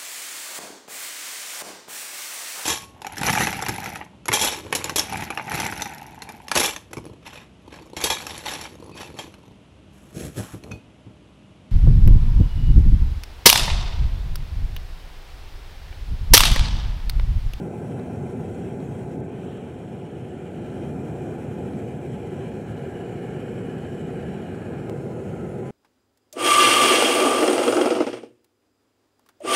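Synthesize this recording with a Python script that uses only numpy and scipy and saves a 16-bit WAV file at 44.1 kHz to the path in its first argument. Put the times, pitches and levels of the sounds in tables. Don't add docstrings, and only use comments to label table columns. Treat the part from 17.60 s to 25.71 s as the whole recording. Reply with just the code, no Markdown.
import sys
import numpy as np
from scipy import signal
from scipy.io import wavfile
from scipy.ndimage import uniform_filter1d, minimum_filter1d

SR = 44100
rng = np.random.default_rng(int(sys.argv[2]) if len(sys.argv) > 2 else 0)


def wrap_up_sound(samples):
    columns = np.atleast_2d(samples).T
    tamed = np.clip(columns, -1, 1)
    steps = np.round(tamed * 32767).astype(np.int16)
    wavfile.write(sys.argv[1], SR, steps)


def nominal_scale(level):
    x = np.asarray(level, float) / 20
    return 10 ** x


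N = 357651
SCENE_CHANGE_S = 7.29685


def evened(x):
    return x / np.sqrt(np.mean(x ** 2) + 1e-20)


def column(rows, k, t):
    rows = np.array(rows)
    return np.interp(t, rows[:, 0], rows[:, k])


def bumps(events, t):
    return sum(db * np.exp(-(2 * (t - s) / length) ** 2) for s, length, db in events)


def wander(low_hz, high_hz):
    t = np.arange(0, N + 64, 64) / SR
    slow = 0
    for f in np.geomspace(low_hz, high_hz, num=60):
        slow = slow + np.sin(2 * np.pi * (f * t + rng.random())) / np.sqrt(f)
    return np.interp(np.arange(N) / SR, t, evened(slow))


# t/s, distance (0 near - 1 far)
DISTANCE = [
    (0, 0.054),
    (1.6, 0.038),
    (1.75, 0.21),
    (3, 0.47),
    (3.3, 0.36),
    (4.3, 0.36),
    (5.0, 0.61),
    (5.15, 0.89),
    (6.0, 1),
    (7.2, 0.98),
]
# t/s, aim (0 facing - 1 away)
AIM_AWAY = [(0, 0.1), (0.7, 0), (1.3, 0.15), (1.6, 0.026), (1.65, 0.47), (1.8, 0.58), (2.2, 1),
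            (2.75, 0.94), (3.25, 0), (4.2, 0), (4.45, 0.17), (5.5, 0.031), (7.2, 0.12)]


def heard_db(levels, t):
    near_db, away_db, far_db, changed_db = levels
    moving_db = near_db + away_db * column(AIM_AWAY, 1, t) + far_db * column(DISTANCE, 1, t)
    return np.where(t < SCENE_CHANGE_S, moving_db, changed_db)


def turbulence(shape, modes, parts, patchy_db, streaky_db):
    size, hop = 4096, 1024
    hz = np.fft.rfftfreq(size, 1 / SR)
    t = np.arange(N // hop + 10) * hop / SR
    far = np.clip(column(DISTANCE, 1, t), 0, 1)
    f, db = np.transpose(shape)
    smooth_db = np.interp(np.log(hz + 1), np.log(f), db, left=-90, right=-90)
    field = smooth_db[:, None] + 0 * t
    for centre, width, near_db, far_db, changed_db in modes:
        resonance = 1 / (1 + (2 * (hz - centre) / width) ** 2)
        gain_db = np.where(t < SCENE_CHANGE_S, near_db + (far_db - near_db) * far, changed_db)
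        field += np.outer(resonance, gain_db)
    a, b, patches, streaks = rng.standard_normal((len(t), len(hz), 4)).T
    patches = uniform_filter1d(patches, size=32, axis=0)
    patches = evened(uniform_filter1d(patches, size=3, axis=1))
    streaks = uniform_filter1d(streaks, size=6, axis=0)
    streaks = evened(uniform_filter1d(streaks, size=30, axis=1))
    z = (a + 1j * b) * nominal_scale(field + patchy_db * patches + streaky_db * streaks)
    out = 0
    for low, high, level_db in parts:
        above = np.clip((hz - low) / (0.11 * low + 1) + 0.5, 0, 1)
        below = np.clip((high - hz) / (0.094 * high + 1) + 0.5, 0, 1)
        share = (above * below)[:, None]
        part = z * share / np.sqrt((nominal_scale(field) ** 2 * share).sum(0))
        noise = signal.istft(part, nperseg=size, noverlap=size - hop)[1][:N]
        out = out + evened(noise) * nominal_scale(level_db)
    return out


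# t/s, length/s, change/dB
DRAUGHT = [(0.1, 0.11, -2), (0.3, .15, 1), (1.02, 0.1, 2), (1.17, .06, -3), (1.47, 0.066, -3),
           (1.55, .07, -2.5), (1.64, 0.14, -3), (1.92, .2, 2), (3.2, 0.2, 1.5), (3.36, 0.12, -3.5),
           (4.39, .08, -0.5), (4.54, .05, 2), (4.82, 0.13, 1), (5.01, .1, -2), (5.31, .05, -2),
           (6.03, 0.14, 0), (6.75, .2, 0.5), (7.05, .2, -0.5), (7.25, 0.11, -2), (7.39, .1, -0.5),
           (7.7, 0.088, 1.5), (8.0, .15, -0.5)]


def draught_db(t):
    return bumps(DRAUGHT, t)


# f/Hz, level/dB per Hz
FLAME_SHAPE = [(14, -30), (36, -31), (48, -24), (62, -11.5), (100, -2.5), (150, 0), (300, -4.5),
               (500, -9.5), (600, -15), (850, -16.5), (930, -36), (1300, -38)]
# f/Hz, width/Hz, near/dB, far/dB, after scene change/dB
DRUM = [(132, 24, 0.5, 1, 2), (268, 15, 2, 3.5, -0.5), (288, 18.7, -7.5, -11.5, -18), (377, 77, 5.5, 6, 4),
        (448.7, 14, -2.5, -0.5, -15), (469.6, 26, 4, 6, 5.5), (713, 103, 4.5, 3, -1.5),
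        (855, 17.5, 7, 1, -6)]
# t/s, length/s, change/dB
PUFFS = [(1.17, .2, -0.5), (1.4, 0.049, -1.5), (1.6, 0.055, 3.5), (1.74, .05, 0), (3.3, 0.6, 0.5),
         (3.73, 0.025, -2), (4.1, 0.23, 0.5), (4.6, .3, 0), (6.85, 0.18, 0.5), (7.32, .08, 1),
         (8.11, 0.11, -1.5)]
# near and facing/dB, change away/dB, change far/dB, after scene change/dB
RUMBLE, DRUM_RING = (-32, -4, -1.5, -34), (-36, -4, 1, -34.5)


def flame(t):
    puffs = bumps(PUFFS, t)
    parts = [(0, 301, heard_db(RUMBLE, t) + puffs),
             (305.3, 930, heard_db(DRUM_RING, t) + puffs)]
    return turbulence(FLAME_SHAPE, DRUM, parts, patchy_db=0.25, streaky_db=0.52)


# f/Hz, level/dB per Hz
EXHAUST_SHAPE = [(600, -19), (900, 0.5), (1200, -3), (1400, 1), (1900, -7), (2600, -6.5), (3200, -7),
                 (3500, -19), (4500, -30)]
# f/Hz, width/Hz, near/dB, far/dB, after scene change/dB
GAPS = [(999, 31, 8.5, 6.5, 10.5), (1074, 37, -3, -1, 2), (1200, 120, -4.5, 0.5, -0.5),
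        (1288, 39, 2, 4.5, 6), (1410, 40, 0, 4.5, 6.5), (1550, 30, 4, 5.5, 2), (1594, 65, 0.5, 2, 2),
        (1700, 230, -2, 9.5, 2.5), (2040, 60, 6, -5, 3), (2400, 130, 5, 3.5, -4), (2610, 41, 5, 4.5, 0),
        (2630, 40, 3.5, 5, -2), (2630, 125, -3.5, -11.5, -1.5), (2910, 440, -4.5, 10, 7)]
# t/s, length/s, change/dB
LICKS = [
    (3.73, .015, 3),
    (4.55, .3, -2),
    (6.0, .15, 0),
    (7.07, .25, 2.5),
    (7.42, .15, -2),
    (8.05, .2, 0.5),
]
# near and facing/dB, change away/dB, change far/dB, after scene change/dB
RUSH_LOW, RUSH_MID, RUSH_HIGH = (-53.5, -4, 2.5, -51.5), (-60, -2, 3.5, -59.5), (-65, 1, 5, -65)


def exhaust(t, gusts, draught):
    low_follows, mid_follows, high_follows = 0.37, 0.61, 2
    flutter = 0.53 * gusts
    low_db = heard_db(RUSH_LOW, t) + low_follows * draught + bumps(LICKS, t) + flutter
    mid_db = heard_db(RUSH_MID, t) + mid_follows * draught + flutter
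    high_db = heard_db(RUSH_HIGH, t) + high_follows * draught + flutter
    parts = [(600, 1900, low_db), (1900, 2650, mid_db), (2650, 4500, high_db)]
    return turbulence(EXHAUST_SHAPE, GAPS, parts, patchy_db=1.0, streaky_db=1.16)


# f/Hz, level/dB per Hz
JET_SHAPE = [(2500, -5), (3500, -1), (4900, -7.5), (6000, -6.5), (7600, -3), (9500, -10), (11500, -11),
             (12500, -15), (14000, -10), (15700, -14)]
# f/Hz, width/Hz, near/dB, far/dB, after scene
# change/dB
JET_MODES = [(4140, 740, 4, 6.5, 4), (4480, 80, -6, 4, 3), (5610, 120, 4, 1, -2), (6080, 180, -4, -9, -7),
             (6650, 250, 0.5, -3.5, 1), (7000, 170, -4, 2, 1), (6930, 89, -7, -7, -3), (7200, 120, -2, 1, 1),
             (7720, 170, -1, 5.5, 1), (7690, 130, 6, -2, 0), (8060, 93, -4, -6, -6), (8370, 80, -6, -10, -5)]
MORE_JET_MODES = [(8680, 170, 6, 2, 4), (9200, 90, 7, -16, -10), (9680, 190, 5.5, 6, 9), (10000, 120, -9, -4, -5),
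                  (10400, 60, 2, -2, -4), (10450, 110, 5, 6, 7), (11030, 120, 4, 1, 3), (11600, 90, 2, -1, 1),
                  (13195, 100, 10, 10, 10), (13420, 80, -3, 0, -3), (13570, 110, 5, 6, 4), (14700, 250, -2, -8, -2),
                  (15100, 100, 2, 4, 1), (15600, 150, 5, 3, 2)]
# t/s, length/s, loss/dB
SHADOWS = [
    (1.624, .03, -8),
    (1.71, .13, -1.5),
    (1.672, .012, -3),
    (1.708, .016, -3),
    (1.99, .015, -2),
    (4.4, .03, -2.5),
]
# near and facing/dB, change away/dB, change far/dB, after scene change/dB
HISS_SKIRT, HISS_BODY, HISS_TOP = (-71.5, -3, 4, -69.5), (-64, -4, 0, -65), (-77, -5.5, -0.3, -77)


def jet(t, gusts, draught):
    db = 0.5 * gusts + 0.4 * wander(8, 70) + 0.35 * draught
    for s, length, loss_db in SHADOWS:
        db = db + loss_db * np.exp(-(2 * (t - s) / length) ** 4)
    parts = [(2500, 5200, heard_db(HISS_SKIRT, t) + db),
             (5200, 11500, heard_db(HISS_BODY, t) + db),
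             (11500, 16500, heard_db(HISS_TOP, t) + db)]
    return turbulence(JET_SHAPE, [*JET_MODES, *MORE_JET_MODES], parts, patchy_db=1.3, streaky_db=1.6)


# t/s, peak level/dB, f/Hz
TICKS = [
    (0.3963, -56, 3950),
    (1.203, -58, 3900),
    (1.4344, -64, 4000),
    (3.1016, -59, 3900),
    (4.135, -60, 3900),
    (6.2484, -59, 3900),
]


def ticks(t):
    pop_s, fall_s, thud_db = 0.00045, 0.0018, 6
    out = np.zeros(N)
    u = np.arange(300) / SR
    for s, db, hz in TICKS:
        pop = np.sin(2 * np.pi * hz * u) * u / pop_s * np.exp(-u / pop_s)
        falling = np.sin(2 * np.pi * hz * fall_s * (1 - np.exp(-u / fall_s)))
        thud = falling * (u / fall_s) ** 2 * np.exp(-(u / fall_s) ** 2)
        out[round(s * SR):][:len(u)] += nominal_scale(db + 16.5) * (pop + nominal_scale(thud_db) * thud)
    return out


def scene():
    t = np.arange(N) / SR
    gusts = wander(7, 45)
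    draught = draught_db(t)
    return (flame(t) + exhaust(t, gusts, draught) + jet(t, gusts, draught) + ticks(t))[None]


def scene_change_click():
    u = np.arange(N) / SR - SCENE_CHANGE_S
    jump = 0.056 / 2 * np.sign(u) * np.exp(-abs(u) / 0.0006)
    edge = signal.firwin(255, 15700, window=("kaiser", 9), fs=SR)
    return signal.oaconvolve(jump, edge, "same")


def roll_off(x):
    return signal.sosfilt(signal.butter(12, 15760, fs=SR, output="sos"), x)


def record(dry):
    heard = signal.sosfilt(signal.butter(2, 48, "high", fs=SR, output="sos"), dry)
    room = np.minimum(1, 0.09 / (abs(heard) + 1e-9))
    held = heard * uniform_filter1d(minimum_filter1d(room, size=661), size=661)
    held = held * np.sin(np.pi / 2 * np.minimum(np.arange(N)[::-1] / 120, 1)) ** 2
    mix = 1.056 * held + scene_change_click()
    return roll_off(mix)


dry = scene()
out = record(dry)
wrap_up_sound(out)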